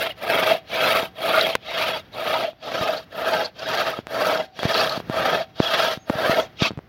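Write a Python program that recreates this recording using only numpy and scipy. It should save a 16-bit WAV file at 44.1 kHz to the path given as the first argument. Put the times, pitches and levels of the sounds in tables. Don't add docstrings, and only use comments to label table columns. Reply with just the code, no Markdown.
import sys
import numpy as np
from scipy import signal
from scipy.fft import rfft, irfft
from scipy.io import wavfile
from scipy.ndimage import uniform_filter1d

SR = 44100
rng = np.random.default_rng(int(sys.argv[2]) if len(sys.argv) > 2 else 0)


def to_wav(sig):
    pcm = np.clip(np.atleast_2d(sig), -1, 1) * 32767
    pcm = np.round(pcm).astype(np.int16)
    wavfile.write(sys.argv[1], SR, pcm.T)


N = 303408
TIME = np.arange(N) / SR
BINS = np.maximum(np.arange(N // 2 + 1) * SR / N, 1)

# (start [s], end [s], skew [-], force [dB], hollow boom against the force [dB], steel hiss against the force [dB],
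#  shrill scrape against the hiss [dB], fine sizzle against the hiss [dB])
STROKES = [(-0.242, 0.139, 1.28, -27.5, -0.5, 0, -5, 4.5), (0.146, 0.605, 1.13, -23, 0.5, -4, -3, 7),
           (0.646, 1.099, 1.16, -22.5, -1, -2.6, -2, 6), (1.136, 1.587, 0.95, -26, 3.5, 0.2, -5, 5),
           (1.586, 2.031, 1.16, -28, -0.8, 0.2, -4, -1), (2.109, 2.534, 0.9, -28, 2, -2.5, -4, 2.5),
           (2.587, 3.057, 0.94, -29.5, 2, -3.5, 1.5, 1.5), (3.08, 3.509, 1.16, -26, 1, -6, -1.5, 5),
           (3.538, 4.034, 0.89, -28, -0.6, -3.5, 1.5, 2.5), (4.046, 4.475, 1.15, -25, 2, -6, 4, 7.5),
           (4.533, 5.026, 0.99, -26, 1, -1.5, 3, 4), (5.03, 5.462, 1.27, -23.5, 0.5, -6.5, 1.5, 4),
           (5.54, 5.992, 0.95, -24, -1.8, -2.4, 1.5, 1.5), (6.028, 6.488, 1.236, -24.5, 1.5, -6.5, 0, 5.5),
           (6.553, 6.7, 1.85, -25, -4.5, 3, 1.5, -7.5)]
# (frequency [Hz], relative level [dB])
RASP_COLOUR = [(50, -34), (120, -8), (250, -4.5), (380, -2), (520, 5.5), (780, 4.5), (1020, -2), (1400, 0),
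               (2200, -2), (4200, -7.5), (5600, -15.5), (8200, -35.5), (11500, -27), (16000, -30.5)]
# (frequency [Hz], width [Hz], lift [dB])
BLADE_MODES = [(1280, 145, 9.5), (1580, 60, 5), (2697, 110, 3.5), (3282, 49, 9), (3740, 52, 5.5),
               (4630, 36, 7), (9620, 80, 7), (11800, 39, 8.5), (13700, 57, 10)]
# (time [s], pitch [Hz], peak before a shared trim [dB], length [s])
CATCHES = [(0.514, 3290, -18.5, 0.0066), (0.522, 648, -9, 0.007), (0.553, 650, -13, 0.0037),
           (0.912, 3290, -22, .012), (1.385, 650, -10.5, 0.013), (0.111, 2900, -24, 0.0057),
           (1.45, 3264, -15, 0.0043), (1.535, 3280, -26, 0.0075), (2.45, 650, -14, 0.0064),
           (2.486, 634, -18, 0.0082), (2.895, 645, -14.5, 0.012), (3.33, 650, -14, 0.011),
           (3.88, 1290, -24, 0.0097), (3.939, 1250, -23, 0.0058), (4.407, 632.8, -15, 0.0099),
           (4.527, 740, -48, 0.03), (4.6, 3310, -28.5, 0.0086), (5.415, 651, -16, 0.01),
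           (5.631, 3304, -25, 0.0074), (5.668, 3280, -18, .014), (6.026, 6473, -54, 0.034),
           (6.397, 650, -13, 0.012), (6.652, 2535, -20, 0.011)]
# (time [s], peak before a shared trim [dB], fading time of the push [ms])
CRUMBS = [(1.03, -9.5, 0.45), (1.553, 8, 0.1), (1.5549, 3, 0.12), (1.5569, -3.5, 0.17), (2.149, -18, 0.2),
          (2.532, -27, 0.31), (2.811, -13, 1.7), (3.9895, -7.5, 0.5), (3.998, -22, 0.77), (4.070, -8, 0.13),
          (4.592, -5.5, 0.15), (4.632, 0.5, 0.15), (4.653, -2.5, 1.44), (4.976, -9, 0.77),
          (5.002, -9, 0.32), (5.098, -4.5, 0.83), (5.602, 6.5, 0.59), (5.974, -17.5, 1.21),
          (6.098, 1.5, 0.25), (6.1012, 0.5, 0.69), (6.154, -13.5, 1.47), (6.296, -1, 0.67),
          (6.6211, 0, 1.16), (6.707, -10, 0.6), (6.716, -17.5, 1.15), (6.733, -26, 1.5),
          (6.775, -14.5, 2.4), (6.782, -23, 2.8), (6.79, -13, 0.33)]
# (frequency [Hz], relative level [dB])
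YARD_COLOUR = [(25, -34), (60, 1), (150, 3), (350, -5), (750, -11), (1050, -13.5), (1800, -13),
               (3800, -24.5), (5500, -28.5), (8200, -50), (12000, -37), (16000, -35)]
# (time [s], centre [Hz], level before a shared trim [dB], length [s])
SCRATCHES = [(0.958, 1260, -19, .035), (1.366, 3850, -21, 0.0046), (1.371, 1348, -15.5, 0.04),
             (1.413, 3900, -10, 0.0036), (2.143, 3950, -38, 0.014), (2.358, 937, -22, 0.019),
             (2.768, 5350, -47, 0.074), (2.977, 4300, -30.5, 0.013), (3.336, 4496, -27.5, 0.0042),
             (3.454, 4500, -24.5, .010), (3.594, 4550, -30.5, 0.0044), (4.745, 4240, -19, 0.0064),
             (4.785, 4270, -22.5, 0.028), (4.896, 4190, -14.5, 0.0021), (4.925, 4150, -25, 0.0094),
             (4.929, 1240, -24.5, 0.024), (6.416, 5944, -41, 0.033)]
BAND_EDGES_HZ = [900, 2500, 4300, 7800]
# (frequency [Hz], width [Hz], level [dB])
FREE_MODES = [(176, 18, -9), (675, 4, -27), (760, 4.5, -2), (1588, 8.7, -23), (3350, 9, -16)]
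# (time [s], resonance of the cut heard from there [Hz], its strength [gain], low rumble of the trunk [dB])
STANDPOINT = [(0, 2170, 1.5, -2), (1.2, 2220, 1.1, -2.5), (2.3, 2129, 0.67, -1), (2.9, 1652, 0.73, -1),
              (4.4, 1700, 3.1, 0.5), (5.7, 1626, .8, -1), (6.3, 1750, 1.13, -2), (6.7, 2393, 0.68, 10)]
# (time [s], swell [dB])
DIGS = [(0.51, 5), (0.765, 4), (1.392, 2), (1.84, 0), (2.802, 1.5), (3.331, 3.5), (3.699, 4), (3.79, 3.5),
        (3.881, 4), (4.645, 1.5), (4.8, 1), (5.79, 2), (5.931, 7.5), (6.39, 3)]

# (dB on a pull, dB on a push)
BOOM_LEAN_DB, RASP_LEAN_DB, HISS_LEAN_DB, SIZZLE_LEAN_DB = (6, 4.5), (5.5, 1), (2, 7), (8, -7)
DIG_S = 0.018
BOOM_KNEE = 0.75
SIZZLE_POWER, SIZZLE_FLUTTER_DB = 0.2, 1.65
CHATTER_HZ, CHATTER_WIDTH_HZ = 649.5, 49.3
YARD_DB = -50.5
CUTOFF_HZ = 15900


def from_db(db):
    return 10 ** (np.asarray(db) / 20)


def rms_one(x):
    return x / np.sqrt(np.mean(x ** 2) + 1e-20)


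def running_rms(x, size):
    return np.sqrt(uniform_filter1d(x ** 2, size=size))


def in_time(rows):
    seconds, *columns = np.transpose(rows)
    return [np.interp(TIME, seconds, column) for column in columns]


def colour(points):
    hz, db = np.transpose(points)
    return from_db(np.interp(np.log(BINS), np.log(hz), db))


def drift(rate):
    knots = rng.standard_normal(4096)
    return rms_one(np.interp(TIME * rate, np.arange(len(knots)), knots))


def hump(seconds, centre, length):
    return np.exp(-((seconds - centre) / length) ** 2)


def resonate(x, hz, width_hz):
    r = np.exp(-np.pi * width_hz / SR)
    feedback = [1, -2 * r * np.cos(2 * np.pi * hz / SR), r * r]
    return signal.lfilter(np.array([1, 0, -1]) * (1 - r * r) / 2, feedback, x)


def yard_air():
    noise = irfft(rfft(rng.standard_normal(N)) * colour(YARD_COLOUR), N)
    return from_db(YARD_DB + 3.2 * drift(4.2)) * rms_one(noise)


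def yard_echo(x, t60=0.28, dull_hz=3000, size=22050):
    tail = rng.standard_normal(size) * from_db(-60 * TIME[:size] / t60)
    tail = signal.sosfilt(signal.butter(1, dull_hz, fs=SR, output="sos"), tail)
    return signal.fftconvolve(x, tail / np.sqrt(np.sum(tail ** 2)))[:N]


def crumbs(port_hz=125, level_db=-7.0, rebound=1.04, tick_ms=0.1, tick_db=-7,
           swing=0.1, swing_hz=140, swing_width_hz=140, size=2048):
    out, ms = np.zeros(N + size), np.arange(size) / SR * 1000
    port = signal.butter(2, port_hz, "high", fs=SR, output="sos")
    for s, db, contact_ms in CRUMBS:
        push, tick = [np.sin(rebound * ms / d) * np.exp(-ms / d) for d in (contact_ms, tick_ms)]
        tick_share = np.minimum(contact_ms, 1 / contact_ms)
        pulse = signal.sosfilt(port, push - from_db(tick_db) * tick_share * tick)
        pulse = pulse + swing * resonate(pulse, swing_hz, swing_width_hz)
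        at = round(s * SR)
        out[at:at + size] += from_db(db + level_db) * pulse / np.abs(pulse).max()
    return out[:N]


def blade_ring(sawing):
    return sum(from_db(db) * resonate(sawing, hz, width) for hz, width, db in FREE_MODES)


def scratches(width_share=0.19, level_db=-4.5):
    out = np.zeros(N)
    for s, hz, db, length in SCRATCHES:
        near = np.abs(TIME - s) < .15
        noise = rng.standard_normal(near.sum())
        width_hz = width_share * hz
        rip = rms_one(resonate(resonate(noise, hz, width_hz), hz, width_hz))
        out[near] += from_db(db + level_db) * hump(TIME[near], s, length) * rip
    return out


def catches(level_db=-2.5, waver=0.025):
    out, wobble = np.zeros(N), np.cumsum(1 + waver * drift(200)) / SR
    for s, hz, db, length in CATCHES:
        near = np.abs(TIME - s) < .1
        tone = np.sin(2 * np.pi * hz * wobble[near])
        out[near] += from_db(db + level_db) * hump(TIME[near], s, length) * tone
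    return out


def stroke_state():
    start, end = np.transpose(STROKES)[:2]
    k = np.maximum(np.searchsorted(start, TIME) - 1, 0)
    return k, np.clip((TIME - start[k]) / (end - start)[k], 0, 1)


def stroke_levels():
    k, _ = stroke_state()
    return uniform_filter1d(np.transpose(STROKES)[3:, k], size=1500)


def lean(rise_db):
    k, progress = stroke_state()
    return uniform_filter1d(np.array(rise_db)[k % 2] * (progress - .5), size=1500)


def digs():
    out = np.zeros(N)
    for at, swell_db in DIGS:
        near = np.abs(TIME - at) < .1
        out[near] += swell_db * hump(TIME[near], at, DIG_S)
    return out


def blade_speed(creep=.04):
    k, progress = stroke_state()
    skew = np.transpose(STROKES)[2, k]
    swing = np.sin(np.pi * progress ** skew)
    return np.hypot(uniform_filter1d(swing, size=1100), creep * (TIME < STROKES[-1][1]))


def tooth_bites(speed, teeth_per_s=150, uneven_db=1.0, tear_s=0.0076, rub=1.0):
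    passed = np.cumsum(teeth_per_s * speed * from_db(2.5 * drift(90))) / SR
    new_tooth = np.diff(np.floor(passed), prepend=0)
    bites = new_tooth * from_db(uneven_db * np.clip(rng.standard_normal(N), -2, 2))
    tearing = signal.lfilter([1], [1, -np.exp(-1 / (tear_s * SR))], bites + 1e-18)
    load = rub + speed * rms_one(tearing)
    return load / running_rms(load, 2600)


def fibres(load, snaps_per_s=5000, size_db=0.5, friction=0.57):
    sizes = from_db(size_db * np.minimum(rng.exponential(1, N), 4)) * rng.choice([-1, 1], N)
    snaps = rms_one(sizes * (rng.random(N) < snaps_per_s / SR))
    return load * rms_one(snaps + friction * rng.standard_normal(N))


def sliding_modes(force, width_hz=60, lift=1.07, change_per_s=32, glide=.02, count=46):
    pitches = np.geomspace(900, 15500, count) * (1 + 0.0094 * rng.standard_normal(count))
    widths = width_hz * np.maximum(1, pitches / 3000)
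    modes = sum(resonate(force, hz, width) * drift(change_per_s) for hz, width in zip(pitches, widths))
    bend = signal.lfilter([1 / SR], [1, -np.exp(-5 / SR)], glide * drift(12))
    return force + lift * np.interp(TIME + bend, TIME, modes)


def from_standpoint(x, width_hz=420, trunk_hz=190, trunk_width_hz=220):
    hz, lift, trunk_db = in_time(STANDPOINT)
    turn, r = np.exp(2j * np.pi * np.cumsum(hz) / SR), np.exp(-np.pi * width_hz / SR)
    peak = 2 * np.real(turn * signal.lfilter([1 - r], [1, -r], x / turn))
    rumble = (from_db(trunk_db) - 1) * resonate(x, trunk_hz, trunk_width_hz)
    return x + lift * peak + rumble


def chatter(force, firmness=.7):
    narrow = resonate(force, CHATTER_HZ, CHATTER_WIDTH_HZ)
    swing = rms_one(resonate(narrow, CHATTER_HZ, 4 * CHATTER_WIDTH_HZ))
    power = uniform_filter1d(swing ** 2, size=200)
    return rms_one(swing / (power + 0.25) ** (firmness / 2))


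def split_bands(spectrum, flicker_db):
    below = [0] + [1 / (1 + (BINS / hz) ** 10) for hz in BAND_EDGES_HZ] + [1]
    return [irfft(spectrum * (high - low), N) * from_db(flicker_db * drift(80))
            for low, high in zip(below, below[1:])]


def saw(speed, boom_db=0.32, rasp_db=-1.2, hiss_db=-0.3, chatter_db=-4.0, boom_power=1.96, rasp_power=1.82,
        hiss_power=1.324, flicker_db=0.04, grain_db=1.77, grain_per_s=70):
    force_db, hollow_db, bright_db, scrape_db, sizzle_db = stroke_levels()
    force = sliding_modes(fibres(tooth_bites(speed)))
    ringing = force + sum((from_db(db) - 1) * resonate(force, hz, width) for hz, width, db in BLADE_MODES)
    spectrum = rfft(from_standpoint(ringing)) * colour(RASP_COLOUR)
    wood, rasp, hiss, scrape, sizzle = split_bands(spectrum, flicker_db)

    boom = rms_one(wood) + from_db(chatter_db) * chatter(force)
    sizzle_level_db = sizzle_db + lean(SIZZLE_LEAN_DB) + SIZZLE_FLUTTER_DB * drift(70)
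    fine = sizzle * speed ** SIZZLE_POWER * from_db(sizzle_level_db)
    steel = hiss + scrape * from_db(scrape_db) + fine

    boom_drive = np.tanh((speed / BOOM_KNEE) ** boom_power)
    parts = ((boom, boom_db + hollow_db + lean(BOOM_LEAN_DB), boom_drive),
             (rasp, rasp_db + lean(RASP_LEAN_DB), speed ** rasp_power),
             (steel, hiss_db + bright_db + lean(HISS_LEAN_DB), speed ** hiss_power))
    out = 0
    for part, db, drive in parts:
        steady = part / running_rms(part, 2200)
        out = out + steady * from_db(db) * drive
    return out * from_db(force_db + digs() + grain_db * drift(grain_per_s))


def scene(echo_db=-27):
    sawing = saw(blade_speed()) + catches() + scratches()
    echo = from_db(echo_db) * yard_echo(sawing)
    return (sawing + blade_ring(sawing) + echo + crumbs() + yard_air())[None]


def record(dry):
    steep = signal.ellip(10, .1, 80, CUTOFF_HZ, fs=SR, output="sos")
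    return signal.sosfilt(steep, np.clip(dry, -1, 1))


dry = scene()
out = record(dry)
to_wav(out)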